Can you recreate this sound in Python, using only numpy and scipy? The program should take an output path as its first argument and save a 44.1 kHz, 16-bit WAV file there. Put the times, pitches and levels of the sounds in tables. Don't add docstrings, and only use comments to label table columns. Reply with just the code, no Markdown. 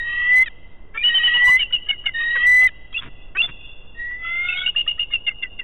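import sys
import numpy as np
from scipy import signal
from scipy.fft import rfft, irfft
from scipy.io import wavfile
from scipy.ndimage import uniform_filter1d

SR = 44100
rng = np.random.default_rng(int(sys.argv[2]) if len(sys.argv) > 2 else 0)


def unload_wav(signal):
    wavfile.write(
        sys.argv[1],
        SR,
        np.round(np.clip(np.atleast_2d(signal).T, -1, 1) * 32767).astype(np.int16),
    )


def field_ratio(decibels):
    return 10 ** (np.asarray(decibels, dtype=float) / 20)


N = 248283


def evened(x):
    return x / np.sqrt(np.mean(x ** 2) + 1e-20)


def read(points, hz):
    f, value = np.transpose(points)
    return np.interp(np.log(hz + 1), np.log(f + 1), value)


def add(mix, s, sound):
    part = mix[round(s * SR):][:len(sound)]
    part += sound[:len(part)]


def coloured(x, gain):
    return irfft(rfft(x) * gain(np.fft.rfftfreq(len(x), 1 / SR)), len(x))


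def noise(size, gain):
    return coloured(rng.standard_normal(size), gain)


def wobble(size, hz):
    return evened(noise(size + 4096, lambda f: np.exp(-(f / hz) ** 2)))[:size]


def columns(rows):
    s, *rest = np.transpose(rows)
    t = np.arange(s[0], s[-1], 1 / SR)
    return t, [np.interp(t, s, c) for c in rest]


def partial(turns, db, flutter_db, flutter_hz):
    waver = flutter_db * wobble(len(turns), flutter_hz)
    drift = .12 * flutter_db * wobble(len(turns), flutter_hz)
    return np.sqrt(2) * field_ratio(db + waver) * np.cos(2 * np.pi * turns + drift)


def whistle(rows, octave_db, half_db, low_db, split):
    t, (hz, db, high_db) = columns(rows)
    low_db = high_db + low_db
    roughness = np.minimum(field_ratio(1.5 * (high_db - db)), 1)
    db = db + 9.0 * roughness * wobble(len(t), 82)
    since = t - t[0]
    vibrato_hz, vibrato_depth = 40.714, .0115
    trill = np.exp(-since / .8) * np.sin(2 * np.pi * vibrato_hz * since)
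    turns = np.cumsum(hz * (1 + vibrato_depth * trill)) / SR

    full_db = -6.5
    swelled_db = np.minimum(db + np.clip(db + 19, 0, 6), full_db)
    tone = partial(turns, swelled_db + .9 * trill, .7, 40)
    tone += partial(2 * turns, db + octave_db + 7.5 * trill, 1.5, 50)

    half_db = half_db + 0.79 * (db + 19.5)
    halves = partial(turns / 2, half_db, 1.5, 60)
    halves += partial(3 * turns / 2, half_db + 9, 3.5, 120)

    split_partials = partial((1 - split) * turns, low_db - 21, 5.2, 70)
    split_partials += partial(split * turns, low_db, 3.4, 90)
    split_partials += partial((2 - split) * turns, high_db - 2.5, 4.0, 160)
    split_partials += partial((1 + split) * turns, high_db, 2.2, 70)

    hiss = noise(len(t), lambda f: np.exp(-((f - 2950) / 520) ** 2))
    rasp = field_ratio(high_db - 6.5) * evened(hiss)
    from_start = since + (t[0] == 0)
    fade = np.clip(np.minimum(t[-1] - t, from_start) / .006, 0, 1)
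    return t[0], (tone + halves + split_partials + rasp) * fade


# t/s, pitch f/Hz, effort level/dB, upper split partial level/dB
WHISTLE_CALLS = [
    [(0.0, 1883, -24.5, -58), (.09, 1904, -25.5, -37), (.25, 1950, -19, -35.5), (.365, 2014, -13.5, -40.5),
     (.43, 2058, -14.5, -43), (.454, 2099, -40, -42)],
    [(1.025, 1890, -30, -50.5), (1.1, 1885, -21.5, -42), (1.29, 1917, -19.5, -30.5),
     (1.4, 1946, -17.5, -37), (1.49, 1980, -12, -46), (1.562, 2031, -12, -46), (1.597, 2098, -32, -40.5)],
    [(2.135, 1843, -45.5, -70.5), (2.15, 1848, -22, -62), (2.215, 1865, -22, -33.5),
     (2.28, 1889, -20, -51.5), (2.42, 1936, -18.5, -30), (2.485, 1980, -12.5, -42), (2.6, 2007, -12.5, -41),
     (2.633, 2019, -12.5, -27), (2.677, 2014, -13.5, -48)],
    [(3.945, 1849, -55, -90), (4.0, 1898, -28, -85.5), (4.14, 1959, -28, -72), (4.2, 2006, -34.5, -60),
     (4.26, 2023, -26, -36), (4.41, 2116, -20.5, -40.5), (4.47, 2147, -28, -33), (4.69, 2236, -33, -35)],
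]
# octave against tone level/dB, half-pitch partials level/dB,
# lower against upper split partial level/dB, split as a share of the pitch
WHISTLE_VOICES = [(-13, -56.5, -12, .625), (-12, -60, -12, .65), (-10, -57, -11.5, .635),
                  (-20, -75, -2.5, .667)]


def whistles(birds):
    for rows, voice in zip(WHISTLE_CALLS, WHISTLE_VOICES):
        add(birds, *whistle(rows, *voice))


# t/s, depth level/dB
VOICE_CATCHES = [(.989, 14), (1.004, 11.5), (1.012, 8), (1.626, 20), (1.73, 8), (1.758, 20.5), (1.9, 7.5),
                 (2.959, 19.5), (2.975, 10), (2.987, 14), (3.4, 8.5), (4.535, 8), (4.588, 11.5),
                 (4.601, 11), (4.613, 12), (4.674, 21.5), (4.683, 18.5), (4.777, 11), (4.791, 6),
                 (4.806, 11.5), (4.907, 12), (5.002, 9.5), (5.025, 19), (5.147, 4.5), (5.307, 8.5)]


def yelp(s, length, db, first_hz, last_hz, kind, order):
    rise_s, sag_db, dying, waver_db, *shares_db = kind
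    tail_s, tail_sag = .035, .025
    t = np.arange(0, length + tail_s, 1 / SR)
    after = np.maximum(t - length, 0)
    held = np.minimum(t / length, 1)

    hz = np.interp(t, [0, length], [first_hz, last_hz])
    hz = hz * (1 - tail_sag * np.minimum(after / 0.0085, 1))
    arch, jitter = .015, .006
    hz = hz * (1 + arch * (np.sin(np.pi * held) - .6) + jitter * wobble(len(t), 90))
    turns = np.cumsum(hz) / SR / order

    rise_db, drop_db = 13, 8
    db = db - sag_db * held + waver_db * wobble(len(t), 110)
    db = db - rise_db * np.maximum(1 - t / rise_s, 0)
    db = db - drop_db * np.minimum(after / 0.0022, 1) - dying * after
    onset_db = 16.5 * np.exp(-t / .012) * np.array([[.2], [.3], [1]])
    third_db, fourth_db, fifth_db = db + np.minimum(np.c_[shares_db] + onset_db, 0)

    note = partial(4 * turns, fourth_db, 1.1, 70)
    note += partial(3 * turns, third_db, 1.5, 80)
    note += partial(5 * turns, fifth_db, 1.5, 80)
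    note += partial(6 * turns, fifth_db + 3, 2.5, 80)
    note += partial(2.3 * turns, third_db - 19.5, 4.0, 130)
    note += partial(2 * turns, np.maximum(fifth_db, third_db) - 28.5, 6.0, 130)
    breath = noise(len(t), lambda f: np.exp(-((f - 2900) / 800) ** 2))
    note += field_ratio(fourth_db - 25) * evened(breath)

    catch_db = sum(depth_db * np.exp(-((t + s - at) / 0.0017) ** 2) for at, depth_db in VOICE_CATCHES)
    edges = np.clip(np.minimum(t, t[-1] - t) / .003, 0, 1)
    return s, field_ratio(-catch_db) * note * edges


# t/s, length t/s, level/dB, leading partial first f/Hz, last f/Hz
NEAR_NOTES = [
    (1.034, .058, -4.5, 2900, 3006),
    (1.14, .043, -4, 3050, 3060),
    (1.232, .043, -5, 2980, 2979),
    (1.336, .035, -6.5, 2850, 2958),
    (1.468, .028, -10, 2924, 2938),
    (1.608, .028, -10.5, 2898, 2856),
]
FAR_NOTES = [
    (.972, 0.0587, -19, 2322, 2438),
    (1.724, 0.042314, -9.5, 2959, 2842),
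    (4.483, .024, -15.5, 2630, 2670),
    (4.522, .02, -18.5, 2665, 2550),
    (4.659, 0.04113, -11, 2804, 2925),
    (4.759, 0.05753, -11.5, 2825, 2872),
    (4.875, 0.046397, -13, 2840, 2860),
    (4.992, 0.04401, -13, 2845, 2835),
    (5.133, 0.030187, -10.5, 2825, 2786),
]
HOARSE_NOTES = [
    (1.59, .02, -15.5, 3060, 2979),
    (1.886, 0.026398, -12.5, 2950, 2858),
    (2.056, 0.01759, -13.5, 2940, 2856),
    (5.108, .025, -26.5, 2900, 2833),
    (5.265, 0.02741, -13.5, 2880, 2761),
    (5.423, .017, -19, 2800, 2774),
    (5.588, 0.01784, -23.5, 2790, 2736),
]
RISING_NOTES = [
    (2.942, .034, -11.5, 2548, 2785),
    (2.976, 0.016485, -18.5, 2754, 2860),
    (3.368, .051, -10, 2519, 2806),
]
DULL_NOTES = [
    (1.91, 0.02612, -17, 2201, 2173),
    (2.071, .024, -12.5, 2129, 2093),
    (5.295, 0.021752, -20, 2152, 2129),
    (5.438, 0.02203, -22.5, 2052, 2016),
    (5.596, 0.020825, -25, 1998, 1980),
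]
FLICK_NOTES = [
    (.458, .026, -19.5, 1994, 1767),
    (1.61, 0.022204, -22.5, 1965, 1764),
    (2.674, .018, -20, 1930, 1786),
]
BRIGHT_NOTES = [
    (2.926, 0.01689, -34, 3297, 3300),
    (2.976, 0.025357, -23, 3436, 3412),
    (3.419, .043, -13, 3413, 3504),
    (4.572, 0.05502, -21.5, 3306, 3409),
]
# rise t/s, sag level/dB while held, dying level/dB per s, waver level/dB,
# then 3rd, 4th and 5th partial level/dB against the note
NEAR_KIND = (0.017, 2.5, 450, 1.0, -29, 0, -35)
FAR_KIND = (.005, 5, 800, 1.3494, -32, 0, -33.5)
HOARSE_KIND = (0.0088, 0, 2500, 1.5, -10, 0, -25)
RISING_KIND = (0.0432, 0, 1499.5, 1.1428, -38, 0, -32)
DULL_KIND = (0.0218, 9, 800, 1.3541, 0, -17, -26)
FLICK_KIND = (0.2019, 0.5, 2999.5, 1.5, 2.5, -9, -11)
BRIGHT_KIND = (0.0007, 1, 1500, 1.5184, -36, -26.5, 0)


def yelps(birds):
    runs = ((NEAR_NOTES, NEAR_KIND, 4), (FAR_NOTES, FAR_KIND, 4), (HOARSE_NOTES, HOARSE_KIND, 4),
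            (RISING_NOTES, RISING_KIND, 4), (DULL_NOTES, DULL_KIND, 3), (FLICK_NOTES, FLICK_KIND, 3),
            (BRIGHT_NOTES, BRIGHT_KIND, 5))
    for notes, kind, order in runs:
        for row in notes:
            add(birds, *yelp(*row, kind, order))


# f/Hz, level/dB
THROAT = [(450, -17), (900, -18.5), (1200, -4), (1600, 1), (2000, -0.5), (2500, -12), (3100, -10.5),
          (3700, -16)]


def croak(s, length, first_hz, last_hz, db):
    hz = np.linspace(first_hz, last_hz, round(length * SR))
    turns = np.cumsum(hz) / SR
    stack = sum(partial(k * turns, read(THROAT, k * hz), 2.8, 130) for k in range(1, 9))
    return s, field_ratio(db) * evened(stack) * np.hanning(len(hz)) ** 0.18


# t/s, length t/s, first f/Hz, last f/Hz, level/dB
CROAK_NOTES = [(0.945, .04, 444, 457.6, -32), (1.705, 0.016, 454.3, 523.8, -42),
               (1.864, 0.026, 400.2, 440.1, -44.5), (2.04, 0.016, 396.8, 448.7, -42),
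               (2.353, 0.025, 588.5, 475.2, -24), (3.35, 0.026, 355.4, 406.7, -26.5),
               (4.747, 0.01661, 520, 682.5, -39.5), (4.863, 0.013885, 590, 660.2, -36),
               (4.977, 0.016, 600, 672.9, -41.5), (5.103, 0.017, 554.5, 641, -45.5),
               (0.94, 0.041, 543.8, 583.8, -37.5)]


def croaks(birds):
    for row in CROAK_NOTES:
        add(birds, *croak(*row))


# f/Hz, level/dB
SLOPE_COLOUR = [(1000, -8), (2000, -19.5), (2800, 0), (3500, -5)]


def slope_echo(x):
    t = np.arange(3 * SR) / SR
    facing = field_ratio(-3.5) * np.exp(-((t - .25) / 0.024) ** 2)
    dull, bright = rng.standard_normal((2, len(t))) * (1 - np.exp(-t / 0.058))
    tail = coloured(dull * field_ratio(-60 * t / 2.5), lambda f: f < 2300)
    tail += coloured(bright * (field_ratio(-60 * t / 2.2) + facing), lambda f: f >= 2300)
    tail = coloured(tail, lambda f: field_ratio(read(SLOPE_COLOUR, f)))
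    return signal.fftconvolve(x, tail / np.linalg.norm(tail))[:N]


# f/Hz, level/dB
TWIG_COLOUR = [(240, -42), (400, -31), (818, -41.5), (952, 7), (2530, 7.5), (3800, 6), (4940, -47.5),
               (8360, -120)]


def rustle(s, length, crackle_db, thump_db):
    size = round(length * SR)
    snaps = rng.standard_normal(size) * field_ratio(6.443 * wobble(size, 320))
    crackle = evened(coloured(snaps, lambda f: field_ratio(read(TWIG_COLOUR, f))))
    thump = evened(coloured(snaps, lambda f: f / 60 / (1 + (f / 170) ** 3)))
    return s, (field_ratio(crackle_db) * crackle + field_ratio(thump_db) * thump) * np.hanning(size) ** .5


# t/s, length t/s, crackle level/dB, thump level/dB
NEST_MOVES = [
    (2.921, .03, -47.5, -56.5),
    (3.003, 0.0664, -37, -50),
    (3.044, 0.05141, -45.5, -40.5),
    (3.433, 0.027, -45, -44),
    (3.47, 0.044, -38, -40),
    (4.1, 0.04702, -50.5, -62.5),
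]


def rustles(nest):
    for row in NEST_MOVES:
        add(nest, *rustle(*row))


# f/Hz, level/dB
WIND_COLOUR = [(5.9, -30), (10, 2), (27, -8), (190, -28.5), (600, -33), (1700, -45.5), (2210, -92),
               (3740, -120)]


def wind():
    rumble = evened(noise(N, lambda f: field_ratio(read(WIND_COLOUR, f))))
    return field_ratio(-41.5 + 0.47 * wobble(N, 4.5)) * rumble


def scene():
    birds, nest = np.zeros(N), np.zeros(N)
    whistles(birds)
    yelps(birds)
    croaks(birds)
    rustles(nest)
    return (birds + field_ratio(-23.5) * slope_echo(birds) + nest + wind())[None]


def narrow_band(f):
    droop_db = -3.5 * (f / 3000) ** 3
    return field_ratio(droop_db - 90 / (1 + np.exp((3935 - f) / 45)))


def roll_off(x):
    return signal.sosfilt(signal.butter(12, 16090, fs=SR, output="sos"), x)


def record(dry):
    x = np.pad(np.clip(dry[0], -.35, .35), (0, 2000))
    grit = rng.uniform(-1, 1, len(x))
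    x = x + (abs(x) + .006) * field_ratio(-20) * grit
    x = coloured(x, narrow_band)
    haze = coloured(grit, lambda f: np.exp(-((f - 4200) / 550) ** 4))
    high = coloured(x, lambda f: 1 / (1 + (2400 / (f + 1)) ** 12))
    lean = 5.0 * uniform_filter1d((x - high) ** 2, size=1500) ** 2
    x = x + field_ratio(-25.5) * uniform_filter1d(abs(high), size=600) * haze
    offset, ceiling = 0.01284, 0.33642
    x = np.minimum(x + offset + lean, ceiling)[:N]
    return roll_off(x[None])


dry = scene()
out = record(dry)
unload_wav(out)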